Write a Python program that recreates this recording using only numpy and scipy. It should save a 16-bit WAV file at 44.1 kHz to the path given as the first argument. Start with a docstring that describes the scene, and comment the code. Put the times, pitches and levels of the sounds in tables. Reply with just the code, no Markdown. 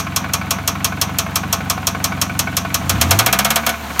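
"""A four-cylinder petrol engine idles and is revved near the end, heard from just above its open bonnet.
About once a cycle a loose part strikes: the impact radiates a bright crack and excites the modes of the
heat shield and the block. Duller knocks fall in between, over firing thumps, a hollow thud, valve ticks,
belt whirr and hiss. At speed the periodic firings merge into a harmonic drone and the intake growls.
A limiter holds the peaks."""
import sys
import numpy as np
from scipy import signal
from scipy.fft import rfft, irfft
from scipy.io import wavfile
from scipy.ndimage import uniform_filter1d, minimum_filter1d

SR = 44100
rng = np.random.default_rng(int(sys.argv[2]) if len(sys.argv) > 2 else 0)


def to_wav(sig):
    """Store sig (one row per channel, or 1-D mono) as 16-bit WAV at the path in sys.argv[1].

    Samples outside -1..1 are clipped; the rate is SR.
    """
    pcm = np.clip(np.atleast_2d(sig), -1, 1) * 32767
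    pcm = np.round(pcm).astype(np.int16)
    wavfile.write(sys.argv[1], SR, pcm.T)  # frames by channels


N = 176400
TIME = np.arange(N) / SR
BLOW_N = int(.3 * SR)  # samples in one blow
BLOW_TIME = np.arange(BLOW_N) / SR


def undb(db):
    """Amplitude ratio of a level in decibels."""
    return 10 ** (np.asarray(db) / 20)

def curve(rows, column=1):
    """Linear interpolation of one column of a table over time."""
    rows = np.array(rows)
    return np.interp(TIME, rows[:, 0], rows[:, column])

def over_bins(hz, values, n):
    """Interpolation on a log-frequency axis, for the spectrum of n samples."""
    return np.interp(np.log(np.arange(n // 2 + 1) * SR / n + 1), np.log(hz), values)

def phases(count):
    """Unit phasors of uniformly random phase."""
    return np.exp(2j * np.pi * rng.random(count))

def noise(spectrum, n):
    """Random-phase noise of rms 1 with a given spectrum (frequency [Hz], level [dB])."""
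    hz, db = np.array(spectrum).T
    x = irfft(undb(over_bins(hz, db, n)) * phases(n // 2 + 1), n)
    return x / np.sqrt(np.mean(x ** 2))

def swell(rise_s, t60_s):
    """Transient envelope: a smooth rise times an exponential decay."""
    return (1 - np.exp(-(BLOW_TIME / rise_s) ** 2)) * np.exp(-np.log(1000) * BLOW_TIME / t60_s)

def ring(modes, phasors):
    """Modal superposition: free vibration is a sum of damped sinusoids, each scaled by a phasor."""
    return sum(undb(db) * np.imag(z * np.exp((2j * np.pi * hz - np.log(1000) / t60) * BLOW_TIME))
               for (hz, db, t60), z in zip(modes, phasors))

def add(out, at, x):
    """Linear superposition of x on out, starting at a time in seconds."""
    i = int(at * SR)
    x, i = x[max(-i, 0):], max(i, 0)
    if i < N:
        out[i:i + len(x)] += x[:N - i]


# Engine speed (time [s], four-stroke cycle rate [Hz])
SPEED = [(0, 5.72), (.85, 5.92), (1.8, 5.85), (2.68, 5.66), (2.82, 6.5), (2.95, 8.4), (3.06, 10.4),
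         (3.225, 14), (3.35, 16.3), (3.5, 17.9), (3.68, 18.9), (3.8, 18.5), (4, 17.3)]

def crank():
    """Phase in cycles is the integral of rate, adjusted so hard knocks fall on whole or half cycles."""
    knock_times = np.array(HARD_KNOCKS)[:, 0]
    free = np.cumsum(curve(SPEED)) / SR
    at_knocks = np.interp(knock_times, TIME, free) + np.minimum(knock_times, 0) * SPEED[0][1]
    locked = 1 + np.r_[0, np.cumsum(np.round(2 * np.diff(at_knocks)) / 2)]
    return free + np.interp(TIME, knock_times, locked - at_knocks)

def moments(cycles, place):
    """Periodic excitation: the times a place in the cycle is passed, from one cycle before the start."""
    times = np.flatnonzero(np.diff(np.floor(cycles - place)) > 0) / SR
    return np.r_[times[0] - 1 / SPEED[0][1], times]

def above_idle(at):
    """Excess of the cycle rate over idle, in Hz."""
    times, rate = np.array(SPEED).T
    return np.maximum(np.interp(at, times, rate) - rate[0], 0)

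def revved(at, full_hz=3):
    """Normalised speed: 0 at idle, 1 from full_hz above it."""
    return np.minimum(above_idle(at) / full_hz, 1)


# Spectrum of the metal crack (frequency [Hz], level [dB])
CRACK_SPECTRUM = [(400, -15.5), (700, -3), (1200, -3.5), (1900, -9), (2700, -2.5), (4000, -2), (4900, -1),
                  (5600, 4.5), (6500, 6), (7400, -1), (8600, -2), (10200, -9.5), (11500, -1), (13200, -2.5),
                  (14200, -9), (15500, -9), (16000, -27)]
# Its bands (centre [Hz], rise [s], T60 [s], gain with cycle rate above idle [dB/Hz])
CRACK_BANDS = [(704, 0.0074, 0.14, 0.43), (1470, 0.0016, 0.16, 0.8043), (2950, 0.0021, 0.088, 0.48),
               (5730, 0.0021, 0.051, -0.19), (10700, 0.00045, 0.048, 0.32)]

def crack(at, shared_noise, shared_power=.7):
    """A brief impact has a broad spectrum, much alike at each blow; the treble rises and dies first."""
    centres, _, _, db_per_hz = np.array(CRACK_BANDS).T
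    filters = np.array([over_bins(centres, row, BLOW_N) for row in np.eye(len(centres))])
    envelopes = np.array([swell(rise, t60) + undb(-22) * swell(rise, t60_s=.2)  # blow and faint tail
                          for _, rise, t60, _ in CRACK_BANDS])
    fresh_noise = noise(CRACK_SPECTRUM, BLOW_N)
    grain = np.sqrt(shared_power) * shared_noise + np.sqrt(1 - shared_power) * fresh_noise
    bands = irfft(rfft(grain) * filters, BLOW_N)
    return undb(db_per_hz * above_idle(at)) @ (bands * envelopes)


# Modes of the thin steel heat shield (frequency [Hz], level [dB], T60 [s])
SHIELD_MODES = [(2630, 0, .16), (3400, 0, .16), (4683, -8, .18), (5450, -5, .2), (5657, -3, .22),
                (5767, -3, .22), (5857, -2, .25), (6196, -4, .25), (6315, -1, .23), (6500, -3, .2),
                (7000, -8, .2), (8300, -5, .12), (9000, -6, .13), (11500, -4, .13), (12000, -8, .16),
                (13250, -6, .12)]

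def shield_ring(at):
    """A struck plate rings in its bending modes, here more faintly as the speed rises."""
    return undb(-28.5 - .4 * above_idle(at)) * ring(SHIELD_MODES, phases(len(SHIELD_MODES)))


# Modes of the block and covers (frequency [Hz], T60 [s], level under a hard knock at idle [dB],
# level under a revved hard knock [dB], level under a dull knock [dB])
BLOCK_MODES = [(437, 0.14, -9.5, -12, -10.5), (525, 0.14, -11.5, -4.5, -22), (677, 0.17, 1, 2.5, 0),
               (746.7, 0.1, -11, 2.5, 3), (944.7, 0.063, -3.5, -0.5, -6.5), (1065.3, 0.22, 0.5, -9, 0.5),
               (1121.5, 0.39, -0.5, -24.5, -4.5), (1237.4, 0.16, 3, -3, -26), (1318, 0.14, 1, -2, -2),
               (1487, 0.12, -3.5, -1.5, 4.5), (1642, 0.16, -16, -6, -11), (2166, 0.22, -24, -7, -11),
               (2273, 0.19, -12, -36, -5), (2430, 0.24, -4.5, -15.5, -10)]
IDLE_BLOW, REVVED_BLOW, DULL_BLOW = 2, 3, 4  # columns

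def block_modes(blow):
    """The excitation sets each mode's level; frequency and damping belong to the structure."""
    return np.array(BLOCK_MODES)[:, [0, blow, 1]]

def clonk(at, usual_phasors, variation=.27):
    """The block's modal response builds up after the crack; its balance shifts with speed."""
    idle = block_modes(IDLE_BLOW)
    modes = idle + revved(at) * (block_modes(REVVED_BLOW) - idle)
    tone = ring(modes, usual_phasors + variation * phases(len(modes)))
    return tone * swell(rise_s=.0082, t60_s=.63)


# Strikes of the loose part (time [s], relative crack level [dB], relative clonk level [dB])
HARD_KNOCKS = [(-0.014, -7, -13.5), (0.161, -7.5, -14), (0.3346, -7, -13.5), (0.5066, -7, -11),
               (0.6755, -7, -14), (0.844, -6, -13.5), (1.0132, -6, -13.5), (1.1851, -6.5, -14.5),
               (1.356, -6, -13), (1.5264, -6.5, -12), (1.698, -7, -12.5), (1.8689, -6.5, -15),
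               (2.041, -6.5, -13), (2.214, -6.5, -17), (2.3908, -6, -20.5), (2.5672, -6.5, -18),
               (2.7424, -6.5, -13), (2.894, -5.5, -10.5), (3.0119, -3, -11), (3.1078, -2, -4),
               (3.1889, -2.5, -5.5), (3.261, -6.5, -8), (3.3264, -6.5, -7.5), (3.388, -8, -7.5),
               (3.4467, -9, -7), (3.5034, -9.5, -9.5), (3.558, -8.5, -9), (3.6642, -10.5, -8),
               (3.6913, -16.5, -14), (3.9928, -7.5, -2)]

def hard_knocks():
    """Impact excitation: each strike cracks and sets the shield and the block vibrating."""
    shared_noise, usual_phasors = noise(CRACK_SPECTRUM, BLOW_N), phases(len(BLOCK_MODES))
    out = np.zeros(N)
    for at, crack_db, clonk_db in HARD_KNOCKS:
        add(out, at, undb(crack_db + 1) * crack(at, shared_noise))
        add(out, at, shield_ring(at))
        add(out, at, undb(clonk_db - 7.5) * clonk(at, usual_phasors))
    return out


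# Relative levels of the layers (time [s], thumps [dB], dull knocks [dB], whirr [dB], hiss [dB])
LEVELS = [(0, 2.5, -1, -32, -44.5), (1.5, 3, -3, -31, -43), (2.7, 3, 1, -31.5, -42),
          (2.95, 3.5, -25, -27, -38), (3.15, -2, -6, -24, -33), (3.3, -19, 0, -28.5, -42),
          (3.55, -10.5, -11, -28, -38.5), (3.7, -29, 0.5, -31.5, -38.5), (3.8, -42, -16.5, -30, -40.5),
          (4, -29, -10, -27, -34)]
# The four firings (place [cycles], main mode level [dB], upper modes level [dB])
FIRINGS = [(0.042, 4, -4.5), (.29, 1.5, -6.5), (0.538, 3.5, -1.5), (0.789, 2.5, -3)]
# Modes of a firing thump, the main one first (frequency [Hz], level [dB], rise [s], T60 [s])
THUMP_MODES = [(89.8, 2.5, 0.0068, 0.061), (129.6, -7, 0.0057, 0.23), (183.8, -2, 0.011, 0.13),
               (251.4, -8, 0.021, 0.19), (291.2, -7.5, 0.0073, 0.091)]

def firings(cycles, scatter_db=.74):
    """Four pressure pulses a cycle excite low damped modes, each cylinder with its own strength."""
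    main, *upper = [undb(db) * swell(rise, t60) * -np.sin(2 * np.pi * hz * BLOW_TIME)
                    for hz, db, rise, t60 in THUMP_MODES]
    out = np.zeros(N)
    for place, main_db, upper_db in FIRINGS:
        for at in moments(cycles, place):
            main_gain, upper_gain = undb([main_db, upper_db] - scatter_db * rng.standard_normal(2))
            add(out, at, main_gain * main + upper_gain * sum(upper))
    return out * undb(curve(LEVELS, column=1) - 15.5)


# Spectrum of the belts and bearings (frequency [Hz], level [dB])
WHIRR_SPECTRUM = [(20, -18), (45, 1), (80, -6.5), (200, 4), (290, 0.5), (380, -9.5), (560, -7.5),
                  (700, -3.5), (900, -2), (1500, -5), (1900, -9.5), (2600, -9.5), (3600, -15), (5000, -26),
                  (7500, -50)]

def whirr():
    """Forced vibration: fluttering belt and bearing noise, partly filtered by the block's resonances."""
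    flutter = undb(1.5 * noise([(10, 0), (40, -3), (120, -50)], N))
    direct = noise(WHIRR_SPECTRUM, N)
    force = rng.standard_normal(N)
    response = ring(block_modes(REVVED_BLOW), phases(len(BLOCK_MODES)))
    resonant = signal.fftconvolve(force, response / np.linalg.norm(response))[:N]
    return flutter * (direct + undb(-7) * resonant) * undb(curve(LEVELS, column=3))


# Spectrum of the belt hiss (frequency [Hz], level [dB])
HISS_SPECTRUM = [(1500, -12), (3300, -2), (4200, 0), (4950, -7), (6200, -1.5), (7200, -3), (8200, -9),
                 (9300, -5.5), (10500, -14), (11800, -7), (13500, -10), (16000, -16)]

def belt_hiss():
    """Broadband treble noise from the belt, louder when the engine is revved."""
    return noise(HISS_SPECTRUM, N) * undb(curve(LEVELS, column=4))


# Spectrum of the valve ticks (frequency [Hz], level [dB])
TICK_SPECTRUM = [(2000, -8), (4000, -3), (7000, -5), (10500, -10), (12500, -4), (13700, 4), (15000, -3),
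                 (16000, -10)]

def valve_ticks(cycles, first_place=.2):
    """Amplitude modulation: four small, evenly spaced valve impacts a cycle shape bright noise."""
    tick = undb(-37.5) * swell(rise_s=.003, t60_s=.06)
    envelope = np.zeros(N)
    for cylinder in range(len(FIRINGS)):
        for at in moments(cycles, first_place + cylinder / len(FIRINGS)):
            add(envelope, at, tick)
    return envelope * noise(TICK_SPECTRUM, N)


# Dull knocks of each cycle (place at idle [cycles], relative ring level [dB], relative rattle level [dB])
DULL_KNOCKS = [(.455, 0, 2), (.76, -8, -3), (.27, -14, -20)]
# Spectrum of their rattle (frequency [Hz], level [dB])
RATTLE_SPECTRUM = [(300, -0.5), (700, -13), (1000, -8), (1500, 3.5), (1900, -1.5), (2400, 1.5),
                   (3300, -10.5), (5000, -17), (9000, -50)]
# Spectral slope of their ring: a clink comes and goes (time [s], slope [dB/octave])
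CLINK_SLOPE = [(0, 3.5), (1.2, -1), (1.9, -2), (2.25, 5), (2.7, 3), (3.3, 5)]

def dull_knocks(cycles, advance=.17, variation=.45, scatter_db=1):
    """Softer impacts carry less treble: they ring the block and rattle, earlier in the cycle at speed."""
    early, level_db = 1 - advance * revved(TIME), curve(LEVELS, column=2)
    modes, usual_phasors = block_modes(DULL_BLOW), phases(len(BLOCK_MODES))
    octaves = np.log2(modes[:, 0]) - np.mean(np.log2(modes[:, 0]))
    out = np.zeros(N)
    for place, ring_db, rattle_db in DULL_KNOCKS:
        for at in moments(cycles, place * early):
            tilt = undb(np.interp(at, *np.array(CLINK_SLOPE).T) * octaves)
            phasors = tilt * (usual_phasors + variation * phases(len(modes)))
            tone = ring(modes, phasors) * swell(rise_s=.0025, t60_s=.2)
            rattle = noise(RATTLE_SPECTRUM, BLOW_N) * swell(rise_s=.0025, t60_s=.06)
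            strength = undb(np.interp(at, TIME, level_db) + scatter_db * rng.standard_normal())
            add(out, at, strength * (undb(ring_db - 23) * tone + undb(rattle_db - 20) * rattle))
    return out


def thud(cycles, hz=184, place=.315):
    """One damped mode, excited just after the second firing, gives the idle its hollow lope."""
    blow = swell(rise_s=.006, t60_s=.065) * np.sin(2 * np.pi * hz * BLOW_TIME)
    out = np.zeros(N)
    for at in moments(cycles, place):
        add(out, at, blow)
    return out * undb(curve(LEVELS, column=1) - 12)


# Rms levels of cycle-rate harmonics (time [s], 4th [dB], 6th [dB], 8th [dB], 12th [dB])
DRONE_LEVELS = [(2.7, -67.5, -63, -45, -44), (2.95, -60, -46, -19.5, -24.5), (3.13, -55, -31, -16.5, -32),
                (3.22, -30, -33, -22.5, -37), (3.35, -28, -50, -34.5, -25), (3.6, -29.5, -48, -37, -29.5),
                (3.74, -33, -43, -60, -34), (3.8, -31.5, -57, -65, -41), (4, -30.5, -65, -66, -65)]

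def drone(cycles):
    """A periodic pulse train has a harmonic spectrum: at speed the firings merge into tones."""
    return sum(np.sqrt(2) * undb(curve(DRONE_LEVELS, column)) * np.sin(2 * np.pi * harmonic * cycles)
               for column, harmonic in enumerate((4, 6, 8, 12), start=1))


# Growl under throttle, at the resonance peak (time [s], level [dB])
GROWL_LEVEL = [(2.7, -62), (2.95, -42), (3.15, -33.5), (3.35, -42.5), (3.6, -67), (3.78, -75)]

def intake_growl(cycles, centre_hz=232, spread_octaves=.51):
    """Resonance: harmonics of the cycle rate swell as they sweep through the intake's broad peak."""
    rate, out = curve(SPEED), np.zeros(N)
    for harmonic in range(2, 40):
        weight = np.exp(-.5 * (np.log2(harmonic * rate / centre_hz) / spread_octaves) ** 2)
        out += weight * np.sin(2 * np.pi * (harmonic * cycles + rng.random()))
    return undb(curve(GROWL_LEVEL)) * out


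def scene():
    """Superposition in one channel: all periodic sources are phase-locked to one crankshaft."""
    cycles = crank()
    low = firings(cycles) + thud(cycles) + drone(cycles) + intake_growl(cycles)
    clatter = hard_knocks() + whirr() + valve_ticks(cycles) + belt_hiss() + dull_knocks(cycles)
    return (low + clatter)[None]

def record(dry, low_cut_hz=62.3, top_hz=15900, ceiling_db=-2.8, overshoot_db=6.5, hold_s=.003):
    """Band limiting and compression: a limiter lowers the peaks, soft saturation rounds the overshoot."""
    high_pass = signal.butter(3, low_cut_hz, "high", fs=SR, output="sos")
    thinned = signal.sosfiltfilt(high_pass, dry, padtype="even", padlen=N // 20)
    hold, ceiling = int(hold_s * SR), undb(ceiling_db)
    gain = np.minimum(1, ceiling * undb(overshoot_db) / (np.abs(thinned) + 1e-9))
    limited = thinned * uniform_filter1d(minimum_filter1d(gain, hold), hold)
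    rounded = limited / (1 + (limited / ceiling) ** 4) ** .25
    low_pass = signal.ellip(8, .2, 70, top_hz, fs=SR, output="sos")
    return signal.sosfilt(low_pass, rounded)


dry = scene()
out = record(dry)
to_wav(out)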